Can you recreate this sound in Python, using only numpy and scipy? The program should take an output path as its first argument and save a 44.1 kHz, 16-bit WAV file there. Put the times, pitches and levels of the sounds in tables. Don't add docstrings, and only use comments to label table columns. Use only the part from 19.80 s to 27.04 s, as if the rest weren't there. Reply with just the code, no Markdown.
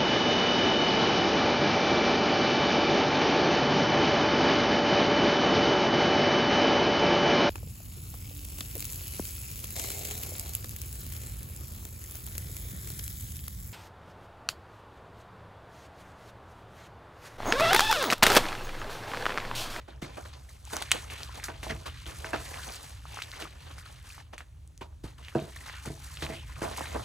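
import sys
import numpy as np
from scipy import signal
from scipy.fft import rfft, irfft, next_fast_len
from scipy.io import wavfile
from scipy.ndimage import uniform_filter1d

SR = 44100
rng = np.random.default_rng(int(sys.argv[2]) if len(sys.argv) > 2 else 0)


def gain_from_db(level_db):
    decades = np.asarray(level_db, float) / 20
    return 10 ** decades


def wav_out(sig):
    wavfile.write(sys.argv[1], SR, np.round(np.clip(np.atleast_2d(sig).T, -1, 1) * 32767).astype(np.int16))


N = 319284
T = np.arange(N) / SR
SIZE = next_fast_len(N + SR)
HZ = np.arange(SIZE // 2 + 1) * SR / SIZE + 1e-3


def shape(table, skirt_db=24):
    hz, db = np.transpose(table)
    octaves_below = np.maximum(np.log2(hz[0] / HZ), 0)
    octaves_above = np.maximum(np.log2(HZ / hz[-1]), 0)
    inside_db = np.interp(np.log(HZ), np.log(hz), db)
    return gain_from_db(inside_db - skirt_db * (octaves_below + octaves_above))


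def colour(x, table):
    y = irfft(rfft(x, SIZE) * shape(table), SIZE)[..., :N]
    return y / np.std(y)


def ring(x, hz, t60):
    pole = np.exp(2j * np.pi * hz / SR - np.log(1000) / (t60 * SR))
    return signal.lfilter([1], [1, -pole], x).imag


def walk(rate):
    hold = int(SR / rate)
    levels = np.repeat(rng.standard_normal(N // hold + 1), hold)
    y = uniform_filter1d(levels, hold)[:N]
    return y / np.std(y)


def house():
    # (time [s], level [dB])
    rumble_level = [(0, -46), (1.4, -47.5), (2.4, -43.5), (3.3, -46.5), (3.9, -50.5), (5.2, -48),
                    (5.6, -48.5), (7.24, -44)]
    # (frequency [Hz], level per Hz [dB])
    rumble_colour = [(12, -79.5), (20, -37), (41, -12.5), (65, 0), (78, -4), (150, -16), (208, -35.5),
                     (264, -29), (400, -42), (580, -40.5), (760, -71)]
    # (frequency [Hz], level per Hz [dB])
    hiss_colour = [(200, 4.5), (900, -1), (5000, -3.5), (15500, -10.5)]
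    level_db = np.interp(T, *np.transpose(rumble_level)) + 1.6 * walk(3.5)
    rumble = colour(rng.standard_normal((2, N)), rumble_colour) * gain_from_db(level_db)
    hiss = gain_from_db(-71) * colour(rng.standard_normal((2, N)), hiss_colour)
    return rumble + hiss


def crumbling():
    # (time [s], fine grit [dB], coarse crumbs [dB], dust [dB])
    trickle = [(0, -66, -60.5, -72), (.2, -69, -78, -93), (.35, -55, -59.5, -61), (.6, -63.5, -59.5, -67.5),
               (.8, -71, -73, -67.5), (.92, -45, -56, -51), (1.2, -56, -67, -60.5), (1.75, -53, -56, -62),
               (2.03, -59, -59, -62.5), (2.2, -54, -84, -60), (2.35, -55, -54.5, -54.5),
               (2.65, -50.5, -50.5, -52.5), (2.87, -45, -48, -47), (3.08, -54.5, -53.5, -56.5),
               (3.22, -60, -72, -64.5), (3.38, -43.5, -48, -52.5), (3.5, -55, -63, -56),
               (3.76, -101, -65, -67), (4.0, -57, -63, -61.5), (4.21, -64.5, -70.5, -68),
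               (4.28, -53.5, -68, -56.5), (4.41, -55.5, -62.5, -61.5), (4.48, -75, -70.5, -84),
               (5.3, -79, -79, -89), (5.45, -55.5, -61, -63.5), (5.7, -62.5, -78, -59),
               (5.9, -48.5, -64, -55), (6.17, -58.5, -81, -56), (6.35, -50.5, -61.5, -51),
               (6.55, -50.5, -51.5, -55), (6.62, -57.5, -81, -61.5), (6.76, -52.5, -61, -57.5),
               (6.95, -49.5, -46, -53.5), (7.24, -49, -52, -56)]
    # (time [s], grit [dB], crumbs [dB], dust [dB], time to fade by 60 dB [s])
    crunches = [(.075, -54, -47, -64, 0.36), (0.215, -39, -37.5, -49.5, 0.27),
                (0.367, -49, -42.5, -52.5, 0.28), (0.448, -47, -47, -56, .25), (0.529, -44, -59, -69, 0.14),
                (0.686, -56, -61, -53, 0.45), (0.926, -42.5, -37, -45.5, 0.35), (.96, -42, -43, -60, 0.42),
                (1.017, -32, -42, -36, 0.071), (1.117, -44, -44, -50, 1), (1.299, -44, -53, -49.5, 0.82),
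                (1.398, -46, -42.5, -51, 0.17), (1.539, -52, -45.5, -49.5, 0.42),
                (1.634, -40.5, -56, -39, 0.17), (1.682, -42.5, -36.5, -71, 0.18),
                (1.827, -41.5, -41, -44, 0.32), (1.892, -33, -35, -46.5, 0.22),
                (2.054, -39.5, -48, -49, 0.24), (2.257, -46.5, -48, -49.5, 0.51),
                (2.445, -43, -41.5, -71, 0.27), (2.53, -31, -30.5, -57, 0.23), (3.523, -44.5, -52, -61, 1),
                (3.597, -39, -44, -48, 0.31), (3.8, -52, -80, -62.5, 1), (3.859, -48.5, -66, -57, 0.27),
                (3.903, -46.5, -46, -69, 0.11), (3.978, -48.5, -54, -51, 0.17),
                (4.049, -52, -64.5, -59, 0.69), (4.528, -44.5, -41, -55, 0.12),
                (4.578, -46, -56, -55, 0.16), (4.604, -43.5, -50, -69, 0.075),
                (5.008, -46.5, -42.5, -54, 0.17), (5.234, -47.5, -48.5, -55.5, 0.36),
                (5.378, -51, -73, -56, 0.13), (5.551, -48, -42, -58, 0.67), (5.758, -59, -76, -41.5, 0.075),
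                (5.856, -39, -69, -41, 0.12), (6.052, -41, -47, -45.5, 0.2), (6.419, -35, -37, -44.5, 0.18),
                (6.815, -39.5, -37, -44, 0.45), (6.968, -40, -39, -42.5, 0.2),
                (7.006, -47.5, -48, -49, 0.77), (7.146, -68, -35, -81, 0.21)]
    rise_s = 0.0069
    times, *columns = np.transpose(trickle)
    power = np.array([gain_from_db(np.interp(T, times, column)) ** 2 for column in columns])
    for start, *dbs, t60 in crunches:
        i = int(start * SR)
        t = T[:min(SR, N - i)]
        burst = np.minimum(t / rise_s, 1) * np.exp(-np.log(1000) * t / t60)
        power[:, i:i + len(t)] += (gain_from_db(np.array(dbs))[:, None] * burst) ** 2
    return np.sqrt(power)


def breaks(rate, spread_db):
    size = gain_from_db(spread_db * np.minimum(rng.exponential(size=N), 3.6))
    return size * (rng.random(N) < rate / SR)


def crackle(hits, tail_ms, bed, patchy_db):
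    fall = np.exp(-1000 / (tail_ms * SR))
    gate = np.sqrt(signal.lfilter([1], [1, -fall], hits ** 2))
    gate = gate / np.sqrt(np.mean(gate ** 2))
    clumps = gain_from_db(patchy_db * walk(35.))
    return (gate + bed) * clumps * rng.standard_normal((2, N))


def chips(rate, spread_db):
    out = 0
    fall = np.exp(-1000 / (.7 * SR))
    for hz in 850 * 1.2 ** np.arange(12):
        scrape = signal.lfilter([1], [1, -fall], breaks(rate, spread_db)) * rng.standard_normal(N)
        loudness = np.sqrt(hz) / (1 + (hz / 6100.0) ** 2)
        out = out + ring(scrape, hz, 22.0 / hz) * loudness
    return out / np.std(out)


def uneven(x, spread_db, rate):
    spectrum, out = rfft(x, SIZE), 0
    for hz in 700 * 2 ** np.arange(0, 3.1, .5):
        octaves_away = np.abs(np.log2(np.clip(HZ, 700, 5600) / hz))
        band = np.maximum(1 - 2 * octaves_away, 0)
        out = out + gain_from_db(spread_db * walk(rate)) * irfft(spectrum * band, SIZE)[:, :N]
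    return out / np.std(out)


def crumble():
    # (frequency [Hz], level per Hz [dB])
    grit_colour = [(700, -22.5), (1100, -4.5), (1800, -1.5), (2900, -3), (4000, -5.5), (5000, -10.5)]
    dust_colour = [(4500, -6.5), (6800, -11), (8000, -10), (10000, -14), (12500, -13), (15500, -24.5)]
    crumb_colour = [(200, -3.5), (340, -5), (600, -3.5), (1000, -5), (1500, -10.5)]
    grit_gain, crumb_gain, dust_gain = crumbling()
    shared = gain_from_db(0.5) * breaks(280.0, 3.43)
    grit = colour(crackle(shared + breaks(270.0, 5.1), 4.6, 0.89, 0.89), grit_colour)
    grit = uneven(grit, spread_db=3.0, rate=22.) + gain_from_db(-3.0) * chips(35., 4.4)
    dust = colour(crackle(shared + breaks(610.0, 3.4), 0.94, 0.51, 1.8), dust_colour)
    crumbs = colour(crackle(shared + breaks(140., 4.2), 5.2, 0.25, 3.7), crumb_colour)
    return grit_gain * grit + dust_gain * dust + crumb_gain * crumbs


def thuds():
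    # (time [s], peak level [dB], softness of contact [ms], rattle length [ms],
    # freedom to ring [0-1])
    lumps = [(0.08, -43.5, 0.43, 71, 1), (.221, -26.5, 2.5, 25, 0.28), (1.683, -29.5, 0.039, 31, 0.53),
             (1.865, -34.5, 0.27, 16, 0.6), (1.899, -27.5, 0.74, 42, 0.8), (2.262, -37.5, 0.59, 16, 1),
             (2.445, -30.5, 0.062, 19, 1), (2.533, -21, 0.033, 40, 0.4), (3.62, -35, 0.21, 27, 0.36),
             (4.536, -58, 0.14, 8.1, 0.24), (5.011, -36.5, 0.43, 11, 0.16), (5.237, -28, 2.0, 15, 0.14),
             (5.55, -11, 0.37, 19, 0.45), (5.558, -15.5, 0.7, 36, 0.66), (5.617, -28, 1.6, 14, 0.3),
             (6.056, -38.5, 0.55, 32, 0.9), (6.069, -28.5, 1.3, 17, 0.9), (6.098, -29.5, 1.5, 26, 0.6),
             (6.421, -26.5, 1.6, 27, 1), (6.496, -27, 0.57, 38, 0.63), (6.815, -20.5, 0.29, 4.2, 1),
             (7.008, -30.5, 0.59, 8.7, 0), (7.144, -25, 0.24, 11, 0.8)]
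    # (frequency [Hz], level [dB], time to fade by 60 dB [s])
    table_modes = [(138.5, 2.5, 0.14), (229, -3, 0.067), (335, 2, 0.19), (433, -1.7, 0.11),
                   (570, 0.5, 0.035), (653.7, 0.5, 0.19), (722, -5, 0.092), (800, -13, 0.097),
                   (962, -4, 0.057), (1267, -14.5, 0.093), (1540, -8.5, 0.12), (1690, -9.5, 0.089),
                   (2630, -8, 0.05)]
    bending_lag_s = 0.00196
    out, t = np.zeros(N + SR), np.arange(SR // 4) / SR
    chance = rng.standard_normal((len(lumps), len(t) + len(table_modes)))
    for (s, db, soft_ms, rattle_ms, free), noise in zip(lumps, chance):
        push = np.exp(-t * 1000 / max(soft_ms, .03)) * t
        rattle = noise[:len(t)] * np.exp(-t * 1000 / max(rattle_ms, .5))
        rattle[0] = 33.0
        crunch = np.diff(signal.fftconvolve(rattle, push)[:len(t)], prepend=0)
        spots = gain_from_db(1.53 * noise[len(t):]) * (-1) ** np.arange(len(table_modes))
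        modes = 0
        for (hz, mode_db, t60), spot in zip(table_modes, spots):
            lag = bending_lag_s * (np.sqrt(1000 / hz) - .5)
            late = np.interp(t - lag, t, crunch, left=0)
            modes = modes + spot * gain_from_db(mode_db) * ring(late, hz, t60 * max(free, .1))
        body = modes / np.std(modes) + 0.033 * crunch / np.std(crunch)
        i = int(s * SR)
        out[i:i + len(t)] += gain_from_db(db) * body / np.abs(body).max()
    return out[:N]


def snaps():
    # (time [s], level of the click [dB], centre frequency [Hz])
    pieces = [(0.8524, -30.5, 7300), (0.908, -36, 1200), (0.9672, -14.5, 6340), (0.9682, -24.5, 1110),
              (1.0169, -25.5, 850), (1.023, -23, 8450), (1.109, -18, 2900), (1.1164, -3.5, 8450),
              (1.1172, -2.5, 2760), (1.12, -6, 3800), (1.301, -26, 2630), (1.4327, -19, 4430),
              (1.516, -40.5, 1730), (1.599, -28, 2060), (1.632, -28, 2000), (1.6417, -25, 5900),
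              (1.684, -22, 1780), (1.831, -26, 2440), (1.867, -27, 800), (1.882, -28, 4060),
              (1.901, -27, 1690), (2.2652, -27, 3460), (2.4023, -33, 4600), (2.445, -20.5, 1800),
              (2.489, -52, 3800), (2.533, -16, 1460), (2.743, -27.5, 2340), (2.891, -31.5, 3350),
              (2.9457, -27, 4080), (3.254, -34, 1030), (3.3718, -27.5, 1150), (3.3892, -24.5, 1390),
              (3.42, -19, 2580), (3.4231, -19, 4100), (3.5167, -24.5, 4200), (3.624, -24.5, 2600),
              (3.909, -44.5, 755), (3.982, -34.5, 1290), (4.38, -34, 1100), (4.58, -27.5, 2180),
              (4.581, -31, 8450), (4.606, -29.5, 1630), (4.876, -40.5, 8240), (4.9774, -34.5, 6400),
              (5.449, -32, 3830), (5.484, -25.5, 2670), (5.868, -33, 1700), (5.883, -32, 1500),
              (5.897, -25.5, 1800), (6.372, -24.5, 3200), (6.4236, -26, 1640), (6.466, -22, 2450),
              (6.849, -31, 1500), (6.965, -28, 2600), (7.008, -21.5, 900), (7.057, -28, 2300)]
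    spray_db, spray_per_db = -21.5, 1.1
    out, t = np.zeros(N + SR), np.arange(SR // 8) / SR
    for (s, db, hz), noise in zip(pieces, rng.standard_normal((len(pieces), 2, len(t)))):
        tick = (1 + 0.34 * noise[0]) * np.exp(-t / .00008)
        click = np.diff(tick, prepend=0)
        rung = ring(ring(click, hz, 4.5 / hz), hz, 2.4 / hz)
        head = rung / np.abs(rung).max() + 0.086 * click
        spray = ring(np.diff(noise[1], prepend=0), hz, 1.9 / hz)
        fade = np.exp(-t * np.sqrt(hz) / 0.26) * np.minimum(t / 0.0017, 1)
        tail = spray / np.std(spray) * fade
        i = int(s * SR)
        out[i:i + len(t)] += gain_from_db(db) * head + gain_from_db(spray_db + spray_per_db * db) * tail
    return out[:N]


def knocks():
    # (time [s], peak level [dB], starting pitch [Hz])
    chunks = [(2.791, -35, 1650), (4.057, -41, 1420), (5.012, -31, 1080), (5.568, -38, 1560),
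              (5.759, -34.5, 2070), (5.806, -38, 2030), (6.932, -34, 1900), (6.978, -34, 840),
              (7.036, -34.5, 1690)]
    cycles = 15.
    rub_peak_s, sag_per_s = 0.003, 7.
    out, t = np.zeros(N + SR), np.arange(SR // 16) / SR
    for (s, db, hz), noise in zip(chunks, rng.standard_normal((len(chunks), len(t)))):
        rub = noise * t * np.exp(-t / rub_peak_s)
        faint_lower = gain_from_db(-29) * ring(rub, 0.72 * hz, cycles / hz)
        body = ring(rub, hz, cycles / hz) + faint_lower
        body = np.interp(t - sag_per_s * t ** 2 / 2, t, body)
        i = int(s * SR)
        out[i:i + len(t)] += gain_from_db(db) * body / np.abs(body).max()
    return out[:N]


def room(x, t60=0.34, wet_db=-14):
    t = np.arange(SR // 2) / SR
    tail = rng.standard_normal(len(t)) * np.exp(-np.log(1000) * t / t60) * (t > .003)
    tail = tail / np.sqrt(np.sum(tail ** 2))
    return gain_from_db(wet_db) * signal.fftconvolve(x, tail)[:N]


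def scene():
    # (frequency [Hz], level [dB])
    port_difference = [(60, -32), (130, -10.5), (300, -3.5), (650, 1.5), (1100, -5), (1800, -16),
                       (2800, -6.5), (5000, -5.5), (6500, -16), (8000, -6.5), (10500, 2.5), (13000, 6.5),
                       (15800, 13.5)]
    # (frequency [Hz], share [0-1])
    unrelated = [(100, .6), (640, 0.93), (1500, 0.6), (5000, .6), (9000, 0.06), (13000, 0)]
    # (frequency [Hz], level [dB])
    balance = [(380, -.5), (700, -4.5), (1290, -2), (2380, 0)]
    # (frequency [Hz], level [dB]); the housing dips near 5 kHz,
    # and above 12.3 kHz most of the sum is missing
    port_sum = [(20, -0.5), (4300, -1.76), (5100, -4.5), (6000, 1.5), (12300, 0.0),
                (12900, -29.0), (16000, -8.5)]
    thud_side = gain_from_db(-9)
    sharp, table = snaps() + knocks(), thuds()
    hits = sharp + table
    crackling, aside = crumble() + house()
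    front = rfft(crackling + hits + room(hits), SIZE)
    lagged = front - (1 - thud_side) * rfft(table, SIZE)
    aside = rfft(aside + room(sharp + thud_side * table, t60=0.089, wet_db=-7.5), SIZE)
    share = np.clip(np.interp(HZ, *np.transpose(unrelated)), 0, 1)
    difference = np.sqrt(1 - share) * -1j * lagged + np.sqrt(share) * aside
    side = shape(port_difference, 0) * difference
    mid = front * shape(port_sum, 0)
    lean = np.sqrt(shape(balance, 0))
    return irfft(np.array([(mid + side) * lean, (mid - side) / lean]), SIZE)[:, :N]


def low_pass(x):
    return signal.sosfilt(signal.butter(12, 17340, fs=SR, output="sos"), x)


def record(dry):
    top = signal.ellip(8, .2, 70, 16000, fs=SR, output="sos")
    mix = signal.sosfilt(top, dry)
    return low_pass(mix)


dry = scene()
out = record(dry)
wav_out(out)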